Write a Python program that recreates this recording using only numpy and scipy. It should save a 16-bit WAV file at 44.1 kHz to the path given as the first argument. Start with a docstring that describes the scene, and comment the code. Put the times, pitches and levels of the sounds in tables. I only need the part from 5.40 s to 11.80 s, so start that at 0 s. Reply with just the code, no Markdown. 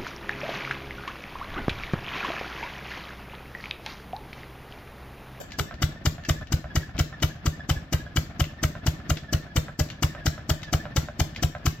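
"""An old single-cylinder stationary engine fires about 4.3 times a second on its trolley in a garden.
Each firing is a hiss at the exhaust valve, a bark in the pipe and a deep thump in the silencer.
Between firings the valve gear clacks and the driven belt squeaks; its joint ticks round once a lap.
The trolley bumps softly, gears and bearings whirr, and a steel shed and the hedges echo."""
import sys
import numpy as np
from scipy import signal
from scipy.fft import rfft, irfft, next_fast_len
from scipy.io import wavfile
from scipy.ndimage import map_coordinates

SR = 44100
rng = np.random.default_rng(int(sys.argv[2]) if len(sys.argv) > 2 else 0)


def unload_wav(signal):
    """Save mono or channel-first audio to the path in sys.argv[1] as 16-bit WAV at rate SR, clipped to [-1, 1]."""
    wavfile.write(
        sys.argv[1],
        SR,
        np.round(np.clip(np.atleast_2d(signal).T, -1, 1) * 32767).astype(np.int16),
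    )


N = 282240
FIRST_BEAT_S, CYCLE_S = 0.1876, 0.233565

# governor hunting: time_s, lateness_s
GOVERNOR_DRIFT = [(0.19, -0.0023), (1.5, -.0019), (1.85, -0.00031), (2.52, 0.00095), (2.97, 0.0052),
                  (3.69, 0.0035), (3.95, 0.001), (4.75, -.0026), (5.35, .0008), (5.82, 0.0003),
                  (6.26, -0.0051)]
def firings():
    """Firing times: a steady beat with a slow drift."""
    beat_s = np.arange(FIRST_BEAT_S, N / SR, CYCLE_S)
    return beat_s + np.interp(beat_s, *np.transpose(GOVERNOR_DRIFT))


# harder and softer barks: time_s, offset_db
ODD_BARKS = [(1.12, -5.5), (1.35, -3.5), (1.59, -1.6), (1.82, 2), (2.06, -2.5), (2.52, -3), (2.76, 1.8),
             (3.46, -2.5), (3.93, -6), (4.39, -4), (5.56, 0.5), (6.02, -1.3)]
# gas jet at the valve: freq_hz, gain_db
JET_SPECTRUM = [(300, -30.5), (700, -18.5), (1800, -26), (3800, -29), (4600, -15), (5600, -15),
                (6150, -11.5), (6900, -19.5), (7450, -14), (8400, -31), (9500, -121), (10800, -40),
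                (12000, -30), (13700, -20.5), (16000, -43)]
# exhaust pipe resonances: freq_hz, width_hz, gain_db
PIPE_MODES = [(699, 190, -16.5), (1325, 174, -11), (1565, 236, -18), (2000, 300, -21), (2283, 99, -16.5),
              (2960, 215, -6.5), (3680, 75, -15.5)]
def exhaust_blast(eddies_db, shock_db, lingering_db, hiss_rise_db_per_s):
    """The valve gap hisses, then a shock and turbulent gas ring the pipe. Returns (on axis, spread)."""
    fire_s = firings()
    odd_s, odd_db = np.transpose(ODD_BARKS)
    bark_db = 0.8 + np.bincount(nearest(fire_s, odd_s), odd_db, len(fire_s))
    hiss_db = 0.17 + hiss_rise_db_per_s * (fire_s - fire_s.mean()) + rng.normal(0, 0.54, len(fire_s))
    jet = swells(fire_s + 0.0071, hiss_db, width_s=0.0033)
    jet += swells(fire_s + 0.0048, hiss_db - 24, width_s=0.0084)
    gush = swells(fire_s + 0.012, bark_db - 0.8, width_s=0.0026)
    gush += swells(fire_s + 0.0046, bark_db - 8.5, width_s=0.0019)
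    eddies = amp(eddies_db * wobble(900))  # lumps of gas crackle
    jet, gush = np.array([jet, gush]) * eddies * rng.standard_normal((2, N))
    shocks = impulses(fire_s + 0.011 + rng.normal(0, 0.0006, len(fire_s)), bark_db + shock_db)
    front_hz = 2200  # the pipe rounds off the shock front
    shocks = filtered(shocks, lambda hz: front_hz / (front_hz + 1j * hz))
    lingering = swells([0], [lingering_db], width_s=0.0019) * rng.standard_normal(N)  # earlier firing
    on_axis = coloured(jet, JET_SPECTRUM) + resonate(gush - shocks, PIPE_MODES)
    return on_axis, jet + gush + lingering


# valve opens, cylinder empties, valve shuts, intake: delay_s, width_s, level_db
GAS_PUSHES = [(.0008, 0.00086, -11), (0.02, 0.0021, 3), (.073, .0008, -24), (.135, 0.0015, -19)]
# silencer resonances: freq_hz, width_hz, gain_db
SILENCER_MODES = [(31.33, 7.8, -17), (85.4, 30, -7.5), (135.1, 38, -7.5), (154.5, 12, 1), (210, 30, -16.5),
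                  (256.4, 43, 1.5), (314.8, 25.1, 8.5), (409.5, 9.4, 7.5), (614, 25, -14)]
def silencer_thump(level_db, mouth_hz):
    """Pushes of gas ring the silencer; its small mouth radiates the deepest part poorly."""
    fire_s = firings()
    thump_db = np.full(len(fire_s), level_db)
    thump_db[0] -= 7.5  # the first charge pushes less gas
    flow = sum(swells(fire_s + delay_s, thump_db + push_db + rng.normal(0, 0.38, len(fire_s)), width_s)
               for delay_s, width_s, push_db in GAS_PUSHES)
    return filtered(resonate(flow, SILENCER_MODES), lambda hz: (1j * hz / (mouth_hz + 1j * hz)) ** 2)


# hard valve gear clacks: start_s, level_db
HARD_CLACKS = [(0.311, -35.5), (0.782, -38), (1.013, -40.5), (1.243, -38), (1.727, -39), (3.353, -37),
               (4.283, -35), (4.75, -34.5), (4.979, -36.5), (5.455, -33.5), (5.686, -36), (6.151, -32.5)]
# gear and crankcase resonances: freq_hz, width_hz, gain_db
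CASE_MODES = [(606, 36, 2), (694, 48, 1), (754, 38, -2.5), (1050, 150, -7), (1326, 150, -1.5),
              (1524, 183, 0.5), (1990, 130, -19)]
# crankcase radiation: freq_hz, gain_db
CASE_SPECTRUM = [(300, -16), (600, 5), (1600, -1), (2200, -5), (4000, -5), (7000, -50), (14000, -32)]
def valve_gear(delay_s, soft_db, knock_db, clack_db, rattle_db):
    """Between firings the gear knocks the crankcase and rattles on, now softly, now hard."""
    start_s = firings()[:-1] + delay_s
    level_db = soft_db + rng.uniform(-5, 4, len(start_s))
    hard_s, hard_db = np.transpose(HARD_CLACKS)
    hard = nearest(start_s, hard_s)
    start_s[hard], level_db[hard] = hard_s, hard_db
    knocks = impulses(start_s, level_db + knock_db)
    rattle = swells(start_s + 0.012, level_db + rattle_db, width_s=0.0085) * rng.standard_normal(N)
    clacks = amp(clack_db) * bursts(start_s, level_db, t60_s=0.035)
    return coloured(resonate(knocks + clacks + rattle, CASE_MODES), CASE_SPECTRUM)


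# belt slips after each firing: delay_s, offset_db
BELT_SLIPS = [(.086, -5.5), (.106, -3), (0.153, -2), (.198, -0.5)]
# the belt's two notes: pitch_hz
BELT_NOTES_HZ = [1695, 1804]
# slips that squeal out: time_s, level_db, pitch_hz
BELT_SQUEALS = [(0.149, -42.5, 1660), (0.289, -44, 1805), (0.848, -41.5, 1723), (0.975, -40, 1698),
                (1.028, -45, 1754), (1.314, -42.5, 1673), (1.437, -41, 1713), (1.74, -41, 1783),
                (1.907, -43.5, 1664), (2.14, -44.5, 1778), (2.21, -39.5, 1693), (2.374, -40, 1692),
                (2.611, -41.5, 1662), (2.67, -41, 1662), (3.893, -41, 1700), (4.115, -44, 1693),
                (4.707, -45, 1796), (4.779, -44.5, 1813), (4.818, -45.5, 1660), (4.938, -42.5, 1683),
                (5.254, -46, 1805), (5.288, -40, 1680), (5.409, -41, 1716), (5.996, -46, 1732)]
def belt_squeaks(gain_db, soft_db, width_s, waver_hz, flutter_db, overtone_db, scatter_db):
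    """The belt slips on its pulley at set points of the cycle, in short, fluttering squeaks."""
    fire_s = firings()
    delay_s, offset_db = np.transpose(BELT_SLIPS)
    cycles_s = np.r_[fire_s[0] - CYCLE_S, fire_s]
    slip_s = (cycles_s[:, None] + delay_s).ravel()
    scatter, note_choice = rng.standard_normal((len(slip_s), 2)).T
    slip_db = soft_db + np.tile(offset_db, len(cycles_s)) + scatter_db * scatter
    slip_hz = np.where(note_choice < 0, *BELT_NOTES_HZ).astype(float)
    loud = nearest(slip_s, np.array(BELT_SQUEALS)[:, 0])
    slip_s[loud], slip_db[loud], slip_hz[loud] = np.transpose(BELT_SQUEALS)
    pitch_hz = np.interp(np.arange(N) / SR, slip_s, slip_hz) + waver_hz * wobble(320)
    envelope = swells(slip_s, slip_db + gain_db, width_s) * amp(flutter_db * wobble(240))
    phase = 2 * np.pi * np.cumsum(pitch_hz) / SR
    overtones = np.sin(2 * phase) + np.sin(3 * phase) / 2
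    return envelope * (np.sin(phase) + amp(overtone_db) * overtones)


# joint touches a pulley, strikes it, meets the other: delay_s, level_db, change_db_per_s
JOINT_HITS = [(-.013, -37, 0), (0, -28, .5), (0.221, -36, -1.5)]
# metal tick: freq_hz, gain_db
TICK_SPECTRUM = [(300, -16), (1200, 0), (2000, 3), (3000, 9), (4500, 6), (7000, -1.5), (9500, -30),
                 (13000, -14), (16000, -34)]
def belt_joint(first_s, lap_s, gain_db, t60_s):
    """The belt's metal joint ticks on the pulleys every lap."""
    hits = [(start_s + delay_s, level_db + change_db_per_s * start_s)
            for start_s in np.arange(first_s, N / SR, lap_s)
            for delay_s, level_db, change_db_per_s in JOINT_HITS]
    return amp(gain_db) * coloured(bursts(*np.transpose(hits), t60_s), TICK_SPECTRUM)


# trolley rocking: start_s, level_db
TROLLEY_BUMPS = [(0.339, -35), (0.979, -35), (1.024, -34), (1.242, -32.5), (1.548, -30.5), (2.366, -27.5),
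                 (2.62, -33)]
def trolley(gain_db):
    """The wooden trolley bed booms softly when it rocks."""
    start_s, level_db = np.transpose(TROLLEY_BUMPS)
    bumps = swells(start_s + 0.00416, level_db + gain_db, width_s=0.00146)
    return resonate(bumps, modes=[(67, 23, 1.5), (126, 51, -8)])


# running noise: freq_hz, gain_db
WHIRR_SPECTRUM = [(18, -51), (35, -27), (60, -24.5), (150, -25.5), (230, -29), (470, -43.5), (600, -37),
                  (700, -37.5), (900, -46.5), (1400, -42), (2400, -47), (4000, -52.5), (5500, -59),
                  (8500, -92), (12000, -68), (16000, -88)]
# whirr direction: freq_hz, right_minus_left_db
WHIRR_BALANCE = [(200, -0.5), (1500, 0), (3000, -4.5), (6000, -40), (14000, -19)]
# left-right likeness: freq_hz, coherence
WHIRR_COHERENCE = [(40, 0.81), (120, 0.99), (300, 0.9), (700, 0.58), (1500, 0), (5000, 0)]
def whirr(gain_db, uneven_db):
    """Gears, bearings and belt rustle unevenly."""
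    def spread_rad(hz):
        return np.arccos(np.clip(along(WHIRR_COHERENCE, hz), -1, 1)) / 2
    mid, side = rng.standard_normal((2, N)) * amp(gain_db + uneven_db * wobble(45))
    mid = filtered(mid, lambda hz: np.cos(spread_rad(hz)))
    side = filtered(side, lambda hz: np.sin(spread_rad(hz)))
    return coloured(np.array([mid + side, coloured(mid - side, WHIRR_BALANCE)]), WHIRR_SPECTRUM)


# garden reverberation: freq_hz, t60_s
GARDEN_DECAY = [(200, 0.29), (1000, 0.26), (3000, 0.4), (6500, 0.34), (13000, 0.23)]
def garden(sound, shed_delay_s, shed_db, shed_width_s, build_up_s):
    """The ribbed shed wall returns a smeared echo; stirring leaves give each firing a new short tail."""
    cuts = np.r_[0, (firings() * SR).astype(int), N]
    noise = rng.standard_normal((len(cuts) - 1, 2, SR // 3))
    hz, frame_s, spectra = signal.stft(noise, SR, nperseg=256)
    decay = amp(-60 * frame_s / along(GARDEN_DECAY, hz)[:, None])
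    tails = signal.istft(spectra * decay, SR, nperseg=256)[1]
    time_s = np.arange(tails.shape[-1]) / SR
    shed = amp(shed_db) * np.exp(-0.5 * ((time_s - shed_delay_s) / shed_width_s) ** 2)
    onset = 1 - np.exp(-(time_s / build_up_s) ** 2)
    tails = tails * onset * (1 + shed)
    echoes = np.zeros((2, N + SR))
    for start, end, tail in zip(cuts, cuts[1:], tails):
        echo = signal.fftconvolve(sound[None, start:end], tail / np.linalg.norm(tail[0]), axes=1)
        echoes[:, start:start + echo.shape[1]] += echo
    return echoes[:, :N]


# exhaust echo on each side: freq_hz, gain_db
LEFT_ECHO_SPECTRUM = [(150, -14), (470, -20.5), (600, -11.5), (850, -26), (1300, -22), (2400, -29),
                      (3100, -26), (5000, -25), (7500, -26), (9500, -47.5), (11000, -35), (13500, -25.5),
                      (16000, -38)]
RIGHT_ECHO_SPECTRUM = [(150, -20.5), (470, -16), (600, -15), (850, -25), (1400, -21), (2100, -24),
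                       (3100, -29), (6000, -39), (7500, -43.5), (9500, -59.5), (13500, -37), (16000, -62)]
def exhaust_echo(spread):
    """The garden returns the exhaust noise, coloured differently left and right."""
    left, right = garden(spread, shed_delay_s=0.015, shed_db=-0.5, shed_width_s=0.003, build_up_s=0.00065)
    return np.array([coloured(left, LEFT_ECHO_SPECTRUM), coloured(right, RIGHT_ECHO_SPECTRUM)])


def amp(db):
    return 10 ** (np.asarray(db) / 20)


def along(points, hz):
    """Interpolate (freq_hz, value) points on a log axis."""
    freq_hz, values = np.transpose(points)
    return np.interp(np.log(hz + 1), np.log(freq_hz + 1), values)


def filtered(sound, response):
    """Apply a complex frequency response."""
    size = next_fast_len(N + SR // 2)
    return irfft(rfft(sound, size) * response(np.fft.rfftfreq(size, 1 / SR)), size)[..., :N]


def coloured(sound, points):
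    """Apply a (freq_hz, gain_db) curve."""
    return filtered(sound, lambda hz: amp(along(points, hz)))


def resonate(sound, modes):
    """Apply parallel resonances."""
    return filtered(sound, lambda hz: sum(
        amp(gain_db) * 1j * hz * width_hz / (freq_hz ** 2 - hz ** 2 + 1j * hz * width_hz)
        for freq_hz, width_hz, gain_db in modes))


def wobble(rate_hz):
    """A smooth random curve."""
    knots = rng.standard_normal(int(N * rate_hz / SR) + 4)
    return map_coordinates(knots, [np.arange(N) * rate_hz / SR])


def swells(times_s, levels_db, width_s):
    """A bell-shaped swell at each time."""
    envelope = np.zeros(N)
    for peak_s, level_db in zip(times_s, levels_db):
        span = np.arange(max(int((peak_s - 5 * width_s) * SR), 0),
                         min(int((peak_s + 5 * width_s) * SR), N))
        envelope[span] += amp(level_db) * np.exp(-0.5 * ((span / SR - peak_s) / width_s) ** 2)
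    return envelope


def impulses(times_s, levels_db):
    return np.bincount((times_s * SR).astype(int), amp(levels_db), N)


def bursts(times_s, levels_db, t60_s):
    """Sudden, decaying noise at each time."""
    decay = amp(-60 * np.arange(SR // 2) / SR / t60_s)
    return signal.fftconvolve(impulses(times_s, levels_db), decay)[:N] * rng.standard_normal(N)


def nearest(times_s, chosen_s):
    """Index of the time closest to each chosen moment."""
    return np.abs(times_s[:, None] - chosen_s).argmin(axis=0)


# exhaust and ticks beam their treble left: freq_hz, right_minus_left_db
TREBLE_BEAM = [(200, -10), (700, 3), (1300, -5), (2050, 5), (3000, -8.5), (4500, -16.5), (7000, -18),
               (14000, -15)]
def scene():
    """Exhaust and machinery in stereo, their echoes and the whirr."""
    exhaust, spread = exhaust_blast(eddies_db=1, shock_db=23.5, lingering_db=0.5, hiss_rise_db_per_s=0.23)
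    ticks = belt_joint(first_s=0.1198, lap_s=0.7302, gain_db=-4, t60_s=0.042)
    belt = belt_squeaks(gain_db=1.5, soft_db=-51.5, width_s=0.0084, waver_hz=22.1,
                        flutter_db=3.5, overtone_db=-17, scatter_db=2.5)
    gear = valve_gear(delay_s=0.14, soft_db=-47.5, knock_db=35.5, clack_db=13, rattle_db=4)
    sharp = exhaust + ticks
    low = silencer_thump(level_db=-1.01, mouth_hz=40) + trolley(gain_db=11.5)
    left = sharp + amp(-2) * (belt + gear) + amp(0.15) * low
    right = coloured(sharp, TREBLE_BEAM) + amp(1.5) * (belt + gear) + amp(-0.15) * low
    right_lag_s = 0.00006
    direct = np.array([left, filtered(right, lambda hz: np.exp(-2j * np.pi * hz * right_lag_s))])
    echoes = exhaust_echo(spread)
    echoes += amp(-8) * garden(amp(2) * belt + gear + ticks,
                               shed_delay_s=0.012, shed_db=6, shed_width_s=0.0034, build_up_s=0.01)
    return direct + echoes + whirr(gain_db=1.5, uneven_db=2.8)


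def record(dry):
    """A steep low-pass cuts the highest treble."""
    top_hz, ramp_hz = 16400, 300
    return filtered(dry, lambda hz: np.clip((top_hz - hz) / ramp_hz, 0, 1))


dry = scene()
out = record(dry)
unload_wav(out)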